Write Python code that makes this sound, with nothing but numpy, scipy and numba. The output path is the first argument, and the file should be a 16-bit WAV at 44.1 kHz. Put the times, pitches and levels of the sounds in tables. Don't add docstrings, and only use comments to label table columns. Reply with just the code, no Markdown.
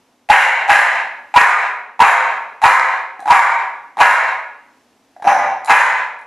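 import sys
import numpy as np
from scipy import signal
from scipy.fft import rfft, irfft
from scipy.io import wavfile
from numba import njit

SR = 44100
rng = np.random.default_rng(int(sys.argv[2]) if len(sys.argv) > 2 else 0)


def file_out(sig):
    cols = np.atleast_2d(sig).T
    lim = np.clip(cols, -1, 1)
    pcm = np.round(lim * 32767).astype(np.int16)
    wavfile.write(sys.argv[1], SR, pcm)


N = 276066


def undb(db):
    return 10 ** (np.asarray(db) / 20)


def on_log(hz, points, values):
    return np.interp(np.log(np.maximum(hz, 1)), np.log(points), values)


def colour(x, table):
    hz = np.fft.rfftfreq(x.shape[-1], 1 / SR)
    gain = undb(on_log(hz, *np.transpose(table)))
    return irfft(rfft(x) * gain, x.shape[-1])


def ring(x, hz, width_hz):
    return signal.lfilter(*signal.iirpeak(hz, hz / width_hz, fs=SR), x)


@njit
def sweep(x, hz, width_hz):
    y, band, low = np.empty(len(x)), 0., 0.
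    for i in range(len(x)):
        g, k = np.tan(np.pi * hz[i] / SR), width_hz[i] / hz[i]
        v = (band + g * (x[i] - low)) / (1 + g * (g + k))
        band, low, y[i] = 2 * v - band, low + 2 * g * v, k * v
    return y


def cut(x, hz, kind, order=2):
    return signal.sosfilt(signal.butter(order, hz, kind, fs=SR, output="sos"), x)


def add(track, s, sound):
    i = int(s * SR)
    track[i:i + len(sound)] += sound[:len(track) - i]


def wobble(rate, size):
    return np.interp(np.arange(size) / SR * rate, np.arange(size), rng.standard_normal(size))


def by_jaw(pair, jaw):
    return np.interp(jaw, [0, 1], pair)


def port_noise(size):
    # (f/Hz, level/dB)
    side_curve = [(100, -35.5), (600, -22.5), (1200, -17), (2500, -13), (4500, -9.5), (8000, -4.5),
                  (13000, 1)]
    mid, side = rng.standard_normal((2, size))
    side = colour(side, side_curve)
    return np.array([mid + side, mid - side])


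def quiet(rms_db=-58.5):
    # (f/Hz, level/dB)
    air_curve = [(40, -19.5), (65, -17.5), (110, -10.5), (170, -13.5), (250, 2.5), (340, -5.5), (600, -7),
                 (850, -5), (1200, -12), (3000, -16.5), (4200, -20), (6000, -20.5), (8500, -26),
                 (11500, -28.5)]
    air = colour(port_noise(N), air_curve) * undb(4.0 * wobble(2.1, N))
    return air * undb(rms_db) / np.std(air)


def room(x, gap_s=0.0014, build_s=0.0039, echo_db=2, peak_width_hz=22, size=44100):
    # (f/Hz, level/dB, t60/s)
    echo_bands = [(99, -2, 0.89), (304, 1, 0.6), (390, 1, 0.94), (635, 7.5, 0.68), (881, -1, 0.67),
                  (1296, 1, 0.65), (2127, 1.5, 0.63), (2650, -9.5, 0.64), (3350, -5.5, 0.63),
                  (6400, -5, 0.48), (12200, -8.5, 0.28)]
    # (f/Hz, level/dB)
    echo_colour = [(611, -1), (706, 1.5), (750, 6), (922, 6), (999, 4), (1069, 0), (1328, -11), (1482, 1),
                   (1691, 7.5), (1874, -2.5), (2026, 2.5), (2170, 3.5), (2740, 7)]
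    t, hz = np.arange(size) / SR, np.fft.rfftfreq(size, 1 / SR)
    points, dbs, t60s = np.transpose(echo_bands)

    colour_db = 0
    for centre, db in echo_colour:
        colour_db = colour_db + db / (1 + (2 * (hz - centre) / peak_width_hz) ** 2)
    noise = rfft(port_noise(size)) * undb(colour_db)

    tail = np.zeros((2, size))
    for band, db, t60 in zip(np.eye(len(echo_bands)), dbs, t60s):
        band_noise = irfft(noise * on_log(hz, points, band), size)
        tail += band_noise * undb(db - 60 * t / t60)
    build_up = np.clip((t - gap_s) / build_s, 0, 1)
    tail *= build_up * undb(echo_db) / np.sqrt(SR / 20)
    return signal.fftconvolve(x[None], tail, axes=1)[:, :N]


def throat(flow, hz, opening, chest_db, shut_width_hz=120, open_width_hz=260):
    width = shut_width_hz + (open_width_hz - shut_width_hz) * opening
    main = sweep(sweep(flow, hz, width), hz, 2 * width)
    open_tone = 0.058 * opening * ring(flow, 704, 230)
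    chest = undb(chest_db) * ring(flow, 340, 170)
    return main + open_tone + chest


def hiss(flow):
    # (f/Hz, width/Hz, level/dB)
    teeth = [(4000, 500, -19.5), (5880, 4400, -24), (9270, 1500, -28.5)]
    bands = sum(undb(db) * ring(flow, hz, width) for hz, width, db in teeth)
    return cut(bands, 2900, "high")


def grunt(db, size):
    t = np.arange(size) / SR
    air = 0.08 * rng.standard_normal(size) * np.exp(-t / 0.0071)
    flap = signal.unit_impulse(size) + air
    throat_hz = np.full(size, 691 + 6.5 * db)
    body = throat(flap, throat_hz, np.zeros(size), chest_db=-24.5)
    mouth = 0.14 * ring(ring(flap, 1600, 500), 1600, 500)
    return undb(db) * (body + mouth + 0.45 * hiss(air))


def tick(db, size):
    burst = rng.standard_normal(size) * np.exp(-np.arange(size) / SR / .0015)
    return undb(db) * ring(hiss(burst), 9500, 5000)


def small_sounds(size=4000):
    # (t/s, level/dB)
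    grunts = [(3.193, 16), (3.224, 14.5), (3.257, 26), (3.270, 22.5), (3.970, 23.5), (3.980, 26),
              (5.164, 6), (5.198, 4.5), (5.223, 23)]
    # (t/s, level/dB)
    ticks = [(3.204, 4.5), (5.647, 15), (5.659, 17), (6.190, -7), (6.215, -6)]
    out = np.zeros(N)
    for s, db in grunts:
        add(out, s, grunt(db, size))
    for s, db in ticks:
        add(out, s, tick(db, size))
    return out


def open_mouth(flow, mouth_hz):
    # (multiple of the mouth resonance, width/Hz, level/dB)
    formants = [(.74, 325, -5.5), (1.0, 348, 2), (1.2, 398, 0), (1.45, 326, 0)]
    mouth = 0
    for k, (ratio, width, db) in enumerate(formants):
        mouth = mouth + (-1) ** k * undb(db) * ring(flow, ratio * mouth_hz, width)
    return cut(cut(mouth, 3117, "low", order=8), 350, "high", order=4)


def bark(lead, length, throat_db, throat_hz, tone_db, mouth_hz, jaw,
         creak_hz=140, creak_db=-12, jitter=.09, sag=.5, opening_s=0.027, clear_s=0.031, size=12000):
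    # (shut/dB, wide/dB)
    mouth_level, teeth_level = (6, 16.5), (4.5, 15.5)
    chest_level, nose_level = (-5.5, -21.5), (-10.5, -14.5)
    # (shut/Hz, wide/Hz)
    nose_centre = (5850, 7350)
    rasp = (0.95, 0.57)

    t = np.arange(size) / SR - lead
    progress = np.clip(t / length, 0, 1)
    voiced = np.clip(t / .003, 0, 1)
    opening = np.clip(t / opening_s, 0, 1)
    creak_effort = undb(creak_db) * (t < length / 2)
    effort = np.maximum(creak_effort, voiced * (1 - progress ** 2.9))

    centre = throat_hz * np.interp(t, [-.015, .012, .09], [.9, .99, 1.08])
    pitch = centre / 2 * (1 - sag * progress ** 2)
    unevenness = np.exp(jitter * (.25 + progress) * wobble(400, size))
    rate = np.where(t < 0, creak_hz, pitch) * unevenness
    phase = np.cumsum(rate) / SR
    pulses = np.diff(np.floor(phase), prepend=-1) * np.sqrt(SR / rate)
    pulses = pulses * undb(1.53 * wobble(212.1, size))
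    tone = 0.2 * np.sin(4 * np.pi * phase) * voiced * np.exp(-(t / clear_s) ** 2)

    air = rng.standard_normal(size) * 2.304 * np.exp(-(phase % 1) / 0.72)
    rough = np.clip(by_jaw(rasp, jaw) * (1.058 + 0.42 * voiced), 0, 1)
    flow = effort * (np.sqrt(1 - rough ** 2) * pulses + rough * air)

    outlet = 0.17 + 0.59 * opening
    mouth = open_mouth(flow * outlet, mouth_hz)
    jet = air * effort * np.sqrt(outlet)
    nose_hz = by_jaw(nose_centre, jaw)
    nose = ring(ring(jet, nose_hz, 1400), nose_hz, 1300)
    treble = undb(by_jaw(nose_level, jaw)) * nose + undb(by_jaw(teeth_level, jaw)) * hiss(jet)

    chest_db = by_jaw(chest_level, jaw) - throat_db
    body = 0.89 * throat(flow * (1 - 0.22 * progress), centre, opening, chest_db)
    voice = undb(throat_db) * (body + undb(tone_db) * tone)
    return voice + undb(by_jaw(mouth_level, jaw)) * mouth + treble


def dog():
    # (t/s, creaky lead-in/s, length/s, throat level/dB,
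    # base throat f/Hz, clear tone level against throat/dB, mouth f/Hz, jaw 0 shut - 1 wide)
    barks = [ (0.298, 0.0095, 0.15, 13.5, 871.3, 4, 1876, 0.87),
             (.692, .013, .14, 13, 889.5, -5, 1780, 0.87), (1.358, .018, 0.11, 18.5, 963, -7.5, 1726, 0.96),
             (2.001, 0.0081, .13, 17.5, 931, 1.5, 1735, 0.85),
             (2.636, 0.019, .12, 17, 934, 2.5, 1653, 0.91),
             (3.301, .024, .10, 18.5, 953.8, -1.5, 1610, 0.93),
             (4.000, .012, .135, 16.5, 932.4, -6, 1732, 0.83),
             (5.269, 0.027, 0.079, 13, 818.7, -6.5, 1650, 0.07),
             (5.692, 0.018, 0.14, 15, 914.7, -28, 1710, 0.75)]
    out = np.zeros(N)
    for s, lead, *shape in barks:
        add(out, s - lead, bark(lead, *shape))
    return out


def scene(shadow_hz=1300, direct_db=3, small_echo_db=-6):
    barks, small = dog(), small_sounds()
    direct = undb(direct_db) * cut(barks + small, shadow_hz, "low", order=1)
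    echo = room(barks + undb(small_echo_db) * small)
    return direct + echo + quiet()


@njit
def follow(x, attack, release):
    y, e = np.empty(len(x)), 0.
    for i in range(len(x)):
        e += (x[i] - e) * (attack if x[i] > e else release)
        y[i] = e
    return y


def record(dry, threshold_db=-12, ratio=3.14, hold_s=0.0074, attack_s=0.015, release_s=0.0048,
           bias=0.09, top_hz=12600):
    peak = follow(np.max(np.abs(dry), axis=0), 0.065, 1 / (hold_s * SR))
    over_db = np.maximum(20 * np.log10(peak + 1e-9) - threshold_db, 0)
    duck_db = follow(over_db * (1 - 1 / ratio), 1 / (attack_s * SR), 1 / (release_s * SR))
    clipped = np.clip(dry * undb(-duck_db), -1, 1 - bias)
    centred = cut(clipped, 15, "high", order=1)
    return signal.sosfilt(signal.ellip(6, .3, 55, top_hz, fs=SR, output="sos"), centred)


dry = scene()
out = record(dry)
file_out(out)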